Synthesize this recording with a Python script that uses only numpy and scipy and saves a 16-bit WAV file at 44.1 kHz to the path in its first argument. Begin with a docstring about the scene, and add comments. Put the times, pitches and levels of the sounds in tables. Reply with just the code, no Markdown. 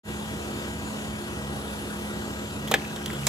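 """Water balloons burst under a car that idles on wet concrete, then rolls, near a two-port microphone.
Each burst is a decaying noise crack and splat plus a torn click train that rings and thumps;
drips are small bursts, droplets are rising blips, and dull echoes come from under the car.
The engine is shaped noise with wavering sines: firing orders, a fan-like hum, drones and thin
whistles. Wet rubber squeaks as the tyre slips."""
import sys
import numpy as np
from scipy import signal
from scipy.fft import rfft, irfft, next_fast_len
from scipy.io import wavfile
from scipy.ndimage import uniform_filter1d

SR = 44100
rng = np.random.default_rng(int(sys.argv[2]) if len(sys.argv) > 2 else 0)


def amplitude_ratio(level_db):
    """Convert a level in decibels to the matching linear amplitude (field) ratio."""
    exponent = np.asarray(level_db, float) / 20
    return 10 ** exponent


def int16_out(signal):
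    """Quantize to a 16-bit WAV file."""
    q = np.round(np.clip(np.atleast_2d(signal).T, -1, 1) * 32767)
    wavfile.write(sys.argv[1], SR, q.astype(np.int16))


N = 144648

# Engine load. Each row: time in seconds, roar level change in dB, treble lift in dB (in full
# only far above 2 kHz), level change of the second firing order in dB.
ENGINE_LOAD = [(0, 1.5, 3.5, -7), (.4, 3, 3.5, -4), (.9, 0.5, 5, -9), (1.5, 3, 2.5, 4), (2.1, 0, 7, -25),
               (2.65, 2, 4, 6), (2.8, -0.5, 7, 5.5), (3.0, 0, 5.5, 4.5), (3.28, -1.5, 14.5, 14.5)]


def read(points, hz):
    """Interpolates (Hz, value) points over log frequency."""
    f, value = np.transpose(points)
    return np.interp(np.log(hz + 1), np.log(f + 1), value)


def curve(rows, col, t):
    """Interpolates one column of rows that start with a time."""
    return np.interp(t, np.array(rows)[:, 0], np.array(rows)[:, col])


def evened(x):
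    """Scales to rms 1."""
    return x / np.sqrt(np.mean(x ** 2) + 1e-20)


def slow(t, top_hz):
    """Slow random drift of rms 1: 20 sines over a decade up to top_hz."""
    freqs_hz = np.geomspace(top_hz / 10, top_hz, 20)
    return evened(sum(np.sin(2 * np.pi * (f * t + rng.random())) / np.sqrt(f) for f in freqs_hz))


def sine(cycles):
    """Sine of rms 1 from its phase in cycles."""
    return np.sqrt(2) * np.sin(2 * np.pi * cycles)


def panned(x, left_minus_right_db):
    """Splits a level difference evenly between the ports."""
    return x * amplitude_ratio([[left_minus_right_db / 2], [-left_minus_right_db / 2]])


def resonate(x, hz, width_hz):
    """One resonance: shift to 0 Hz, one-pole low-pass, shift back."""
    turn = np.exp(2j * np.pi * hz * np.arange(x.shape[-1]) / SR)
    r = np.exp(-np.pi * width_hz / SR)
    return 2 * (turn * signal.lfilter([1 - r], [1, -r], x / turn)).real


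def side_of(hz):
    """Complex gain of the left port for the engine; the right one is its inverse."""
    # Each row: frequency in Hz, left minus right level in dB.
    tilt = [(60, -1.0), (180, -1.5), (550, 0), (1650, 4), (4970, 1), (15000, -0.5)]
    # Each row: frequency in Hz, phase lead of the left port in radians.
    lead = [(0, 0), (480, .6), (1120, 1.4), (1600, 2.2), (1950, 2.4), (2930, 3.7), (4220, 4.9), (7000, 6.5),
            (10000, 11.3), (16500, 18)]
    return amplitude_ratio(read(tilt, hz) / 2) * np.exp(.5j * np.interp(hz, *np.transpose(lead)))


def ports(x):
    """Phase lead and balance of a source on the engine side."""
    size = next_fast_len(N + 64)
    side = side_of(np.fft.rfftfreq(size, 1 / SR))
    return irfft(rfft(x, size) * np.array([side, 1 / side]), size)[:, :N]


def roar(firings):
    """Intake, exhaust and fan noise in drifting patches, throbbing at half the firing rate."""
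    # Each row: frequency in Hz, relative density in dB per Hz.
    spectrum = [(40, -10), (70, -5), (110, -1.5), (180, -8.5), (260, -6.5), (400, -9.5), (700, -13.5),
                (1100, -17), (1500, -17), (1950, -23.5), (2300, -21), (2800, -20), (3400, -22),
                (4200, -27.5), (5500, -30), (7000, -29.5), (8500, -29), (9300, -40.5), (10300, -34),
                (13500, -39), (13800, -25.5), (14300, -69), (15000, -100)]
    # Each row: frequency in Hz, left-right correlation (0 to 1).
    likeness = [(60, 0.88), (300, 0.99), (800, 0.24), (2000, 1), (5000, 0.26), (12000, 0.32)]
    base_db, throb_depth = -36.5, 0.098
    frames, hz = N // 256 + 5, np.fft.rfftfreq(1024, 1 / SR)[:, None]
    a, b, c, d, patches = rng.standard_normal((frames, 513, 5)).T
    patches = evened(uniform_filter1d(uniform_filter1d(patches, 8, 0), 12, 1))
    t = np.arange(frames) * 256 / SR
    same = np.clip(read(likeness, hz), -1, 1)
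    left = a + 1j * b
    right = same * left + np.sqrt(1 - same ** 2) * (c + 1j * d)
    side = side_of(hz)
    treble_db = curve(ENGINE_LOAD, 2, t) * hz / (hz + 2000)
    gain = amplitude_ratio(read(spectrum, hz) + 1.4 * patches + 0.44 * slow(t, 8) + treble_db)
    z = np.array([left * side, right / side]) * gain
    x = evened(signal.istft(z, nperseg=1024, noverlap=768)[1][:, :N])
    level = amplitude_ratio(base_db + curve(ENGINE_LOAD, 1, np.arange(N) / SR))
    return level * x * (1 + throb_depth * np.cos(np.pi * firings))


def drones():
    """Steady-pitched drones of the idling car as sines that waver in level and phase."""
    # Each row: frequency in Hz, rms level in dB.
    drone_rows = [(165, -50), (354.2, -48.5)]
    t = np.arange(N) / SR
    return sum(amplitude_ratio(db + 2.5 * slow(t, 10)) * sine(hz * t + .08 * slow(t, 9)) for hz, db in drone_rows)


def hum():
    """Fan-like hum: wavering sines at multiples of one pitch."""
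    # Each row: multiple of base_hz, rms level in dB.
    multiples = [(3, -54), (4, -57), (5, -55.5), (6, -56), (8, -58), (9, -57), (10, -55), (12, -53.5)]
    base_hz = 160.3
    t = np.arange(N) / SR
    return sum(amplitude_ratio(db + 2 * slow(t, 15)) * sine(k * base_hz * t + .05 * slow(t, 9)) for k, db in multiples)


def firing_orders(firings):
    """Multiples of the firing rate as wavering sines; the second follows the load."""
    # Each row: multiple of firing rate, rms level in dB, rms waver in dB.
    orders = [(1, -46, 2), (2, -50, 2), (3, -39, 1.2), (4, -52, 1.5), (5, -55, 2), (6, -56, 2)]
    t = np.arange(N) / SR
    out = np.zeros(N)
    for k, db, waver_db in orders:
        load_db = (k == 2) * curve(ENGINE_LOAD, 3, t)
        level = amplitude_ratio(db + waver_db * slow(t, 12) + load_db)
        out += level * sine(k * firings + rng.random() + .04 * slow(t, 9))
    return out


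def whistles():
    """Thin whistles: sines on drifting pitch tracks, fluttering in level and pitch."""
    # One track per whistle. Each row: time in seconds, frequency in Hz, rms level in dB.
    tracks = [
        [(.03, 9835, -55), (.2, 9820, -54), (.32, 9760, -57), (.5, 9790, -56), (.7, 9920, -56), (.9, 9965, -55),
         (1.13, 9840, -54), (1.28, 9680, -54), (1.49, 9620, -54)],
        [(1.5, 10242, -53), (2.1, 10255, -55), (2.15, 10255, -68), (2.3, 10245, -63), (2.42, 10240, -72),
         (2.5, 10235, -56), (2.6, 10242, -55), (2.64, 10240, -72), (2.88, 10235, -68), (2.93, 10232, -55),
         (2.99, 10222, -68), (3.09, 10208, -56), (3.28, 10215, -64)],
        [(.03, 6820, -58), (.32, 6790, -63), (.65, 6850, -59), (.9, 6895, -55), (1.1, 6850, -59),
         (1.4, 6690, -66)],
        [(1.85, 7255, -68), (2.12, 7258, -63), (2.24, 7262, -57), (2.57, 7262, -54), (2.62, 7262, -70),
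         (3.05, 7270, -66), (3.17, 7283, -56), (3.24, 7295, -66)],
    ]
    # Per whistle: left minus right in dB, before the engine-side balance.
    pans_db = [-5, -4, 7, 5]
    # Each row, per whistle: rms level flutter in dB, rms pitch flutter in Hz.
    flutters = [(1.5, 10), (1.5, 5), (3, 10), (2, 6)]
    t = np.arange(N) / SR
    out = np.zeros((2, N))
    for rows, pan_db, (flutter_db, flutter_hz) in zip(tracks, pans_db, flutters):
        on = uniform_filter1d(1. * ((t > rows[0][0]) & (t < rows[-1][0])), 500)
        level = amplitude_ratio(curve(rows, 2, t) + flutter_db * slow(t, 60))
        hz = curve(rows, 1, t) + flutter_hz * slow(t, 50)
        out += panned(on * level * sine(np.cumsum(hz) / SR), pan_db)
    return out


def squeaks():
    """Wet rubber slips under the tyre: short sines with jittering pitch and level."""
    # Each row: start in seconds, length in seconds, frequency in Hz, mid-squeak rms level in dB,
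    # left minus right in dB.
    slips = [(2.80, .15, 2590, -53, -1), (3.115, .03, 2880, -44, 0), (3.18, .07, 2885, -48.5, 7),
             (3.14, .06, 3350, -49, 1)]
    t = np.arange(N) / SR
    out = np.zeros((2, N))
    for start_s, length_s, hz, db, pan_db in slips:
        shape = np.sqrt(abs(np.sin(np.pi * np.clip((t - start_s) / length_s, 0, 1))))
        x = shape * amplitude_ratio(db + 2.5 * slow(t, 120)) * sine(np.cumsum(hz + 20 * slow(t, 60)) / SR)
        out += panned(np.array([np.roll(x, 4), x]), pan_db)  # left port 4 samples late
    return out


def underside(x):
    """Dense dull echoes between concrete and car floor: sparse decaying random taps."""
    t60_s, band_hz = .12, [400, 4000]
    t = np.arange(SR // 3) / SR
    taps = rng.choice([-1., 1.], (2, len(t))) * (rng.random((2, len(t))) < .06)
    taps = taps * amplitude_ratio(-60 * t / t60_s) * (t > .003)
    taps = signal.sosfilt(signal.butter(2, band_hz, "band", fs=SR, output="sos"), taps)
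    return signal.fftconvolve(x, taps / np.linalg.norm(taps[0]), axes=1)[:, :N]


def spatter():
    """Droplets land at random as short rising blips of a few cycles."""
    start_s, end_s, drops_per_s, weakest_db = 2.74, 3.28, 200, -53
    t, u, out = np.arange(N) / SR, np.arange(600) / SR, np.zeros(N)
    for hz in np.geomspace(1300, 4200, 16):
        hits = (rng.random(N) < drops_per_s / 16 / SR) * (t > start_s) * (t < end_s)
        strength = amplitude_ratio(4.6 * np.minimum(rng.exponential(1, N), 3))
        blip = np.sin(2 * np.pi * hz * u * (1 + 12 * u)) * np.exp(-u * hz / 8.4)
        blip *= np.minimum(u / 0.0004, 1)
        out += signal.oaconvolve(hits * strength, blip)[:N]
    return amplitude_ratio(weakest_db) * np.array([np.roll(out, 2), out])


def burst(start_s, crack_db, crack_t60_s, lift_db, splat_db, ring_hz, ring_db, thump_db, pan_db):
    """The skin rips in a few clicks that ring and thump; air and water crack and splat."""
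    # Each row: frequency in Hz, relative density in dB per Hz.
    crack_spectrum = [(200, -45), (400, -38), (1000, -4), (3000, -12.5), (4000, -5.5), (7500, -3.5),
                      (9000, -9), (12000, -7.5), (15500, -8), (16500, -47)]
    # Each row: frequency in Hz, relative density in dB per Hz.
    splat_spectrum = [(210, -62), (350, 2), (576, 3.5), (1210, -11), (1820, -5), (2840, -12), (3280, -1.5),
                      (4680, -23), (8000, -35), (10400, -57), (17600, -120)]
    splat_t60_s, tear_s, rips_per_s = 0.077, .001, 500
    ring_width_hz, thump_hz, thump_width_hz = 330, 720, 600

    def top(x):
        """Scales the first 220 samples to rms 1."""
        return x / np.sqrt(np.mean(x[:, :220] ** 2))

    t = np.arange(8192) / SR
    a, b, c, d, e, lumps = rng.standard_normal((6, len(t)))
    ragged = amplitude_ratio(1.1 * evened(uniform_filter1d(lumps, 30)))
    hz = np.fft.rfftfreq(len(t), 1 / SR)

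    crack_gain = amplitude_ratio(read(crack_spectrum, hz) + lift_db * np.clip(hz / 4000 - 2, 0, 1))
    crack = evened(irfft(rfft([a + 0.45 * b, a + 0.88 * c]) * crack_gain))
    crack = crack * amplitude_ratio(-60 * t / crack_t60_s)
    splat = evened(irfft(rfft([d + .5 * e, d + .5 * b]) * amplitude_ratio(read(splat_spectrum, hz))))
    splat = splat * amplitude_ratio(-60 * t / splat_t60_s)

    rips = (rng.random(len(t)) < rips_per_s / SR) | (t == 0)
    tear = rips * (1 + 0.83 * e) + 0.017 * np.array([b, c])
    tear = tear * (0.44 + t / tear_s) * np.exp(-t / tear_s)
    ring = resonate(tear, ring_hz, ring_width_hz)
    ring = top(resonate(ring, ring_hz, 3 * ring_width_hz))
    thump = resonate(tear * a, thump_hz, thump_width_hz)
    thump = resonate(thump, thump_hz, 2 * thump_width_hz)
    thump = top(signal.sosfilt(signal.butter(3, 380, "high", fs=SR, output="sos"), thump))

    body = ragged * amplitude_ratio(splat_db) * splat + amplitude_ratio(ring_db) * ring + amplitude_ratio(thump_db) * thump
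    # the wheel is a little to the right: the left port is late
    body[0] = np.append([0, 0], body[0, :-2])
    crack[0] = np.append(0, crack[0, :-1])
    sound = np.minimum(t / 0.00042, 1) * (ragged * amplitude_ratio(crack_db) * crack + body)
    out, at = np.zeros((2, N + len(t))), round(start_s * SR)
    out[:, at:at + len(t)] = panned(sound, pan_db)
    return out[:, :N]


def drips():
    """Splashes and drips: weak bursts with a short crack and almost no thump."""
    # Each row: start in seconds, crack and splat level in dB, ring frequency in Hz, ring level in dB.
    drip_rows = [(2.787, -54, 1650, -44), (2.797, -45, 2250, -42), (2.82, -55, 2620, -40.5),
                 (2.85, -46, 2550, -39.5), (2.852, -55, 1800, -50), (2.897, -56, 2630, -46),
                 (2.9612, -35, 3660, -44), (2.9645, -44, 2920, -54), (3.037, -60, 3360, -44),
                 (3.0605, -42, 1930, -40), (3.08, -45, 3250, -38), (3.097, -46, 1300, -38),
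                 (3.1023, -45, 1920, -34), (3.11, -41, 4200, -44), (3.131, -38, 4500, -49),
                 (3.149, -55, 3160, -40), (3.233, -60, 2500, -41)]
    return sum(burst(s, db, .025, 0, db, hz, ring_db, -80, -1) for s, db, hz, ring_db in drip_rows)


def balloons():
    """Water balloons give way in clusters of overlapping bursts."""
    # Each row: start in seconds, crack level in dB, crack t60 in seconds, crack lift above 8 kHz
    # in dB (full at 12 kHz), splat level in dB, ring frequency in Hz, ring level in dB,
    # thump level in dB, left minus right in dB.
    pops = [(2.6755, -38.5, 0.1, 4, -40, 3040, -37, -62, -2),
            (2.6825, -45, .06, 0, -42, 3400, -36, -62, -2), (2.7132, -20, 0.02, 9, -27, 3200, -33, -26, -1),
            (2.7154, -22, 0.03, 5, -30, 6800, -30, -27, -1),
            (2.7195, -37, 0.025, 0, -26, 2600, -36, -28, -2),
            (2.7396, -21, 0.045, 0, -19, 2460, -18.5, -26, 1),
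            (2.7403, -35, .03, 0, -26.5, 3520, -24, -42, -.5),
            (2.7413, -42, 0.026, 0, -24, 1724, -14.5, -29.5, 1),
            (3.0598, -24.5, 0.018, 0, -46, 3280, -30.5, -52, -2),
            (3.2676, -14.5, 0.04, -5, -30, 3850, -30, -36, -1),
            (3.2712, -25, .09, -5, -31, 2300, -31, -29, 0)]
    return sum(burst(*row) for row in pops)


def scene():
    """Engine, squeaks, and water with its echoes."""
    # Each row: time in seconds, firing rate in Hz.
    speed = [(0, 70.44), (.6, 70.51), (1.1, 70.58), (1.6, 69.56), (2.3, 69.84), (2.8, 70.9), (3.28, 69.87)]
    firings = np.cumsum(curve(speed, 1, np.arange(N) / SR)) / SR
    engine = roar(firings) + ports(drones() + hum() + firing_orders(firings) + whistles())
    water = spatter() + drips() + balloons()
    return engine + squeaks() + water + amplitude_ratio(-19) * underside(water)


def band_limit(x):
    """A steep low-pass at the top of the band."""
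    return signal.sosfilt(signal.butter(12, 16640, fs=SR, output="sos"), x)


def record(dry):
    """Low cut and fade-in."""
    start_s, fade_s, low_cut_hz = 0.032, 0.06, 60
    fade = np.clip((np.arange(N) / SR - start_s) / fade_s, 0, 1) ** 1.26
    cut = signal.sosfilt(signal.butter(5, low_cut_hz, "high", fs=SR, output="sos"), dry)
    return band_limit(cut * fade)


dry = scene()
out = record(dry)
int16_out(out)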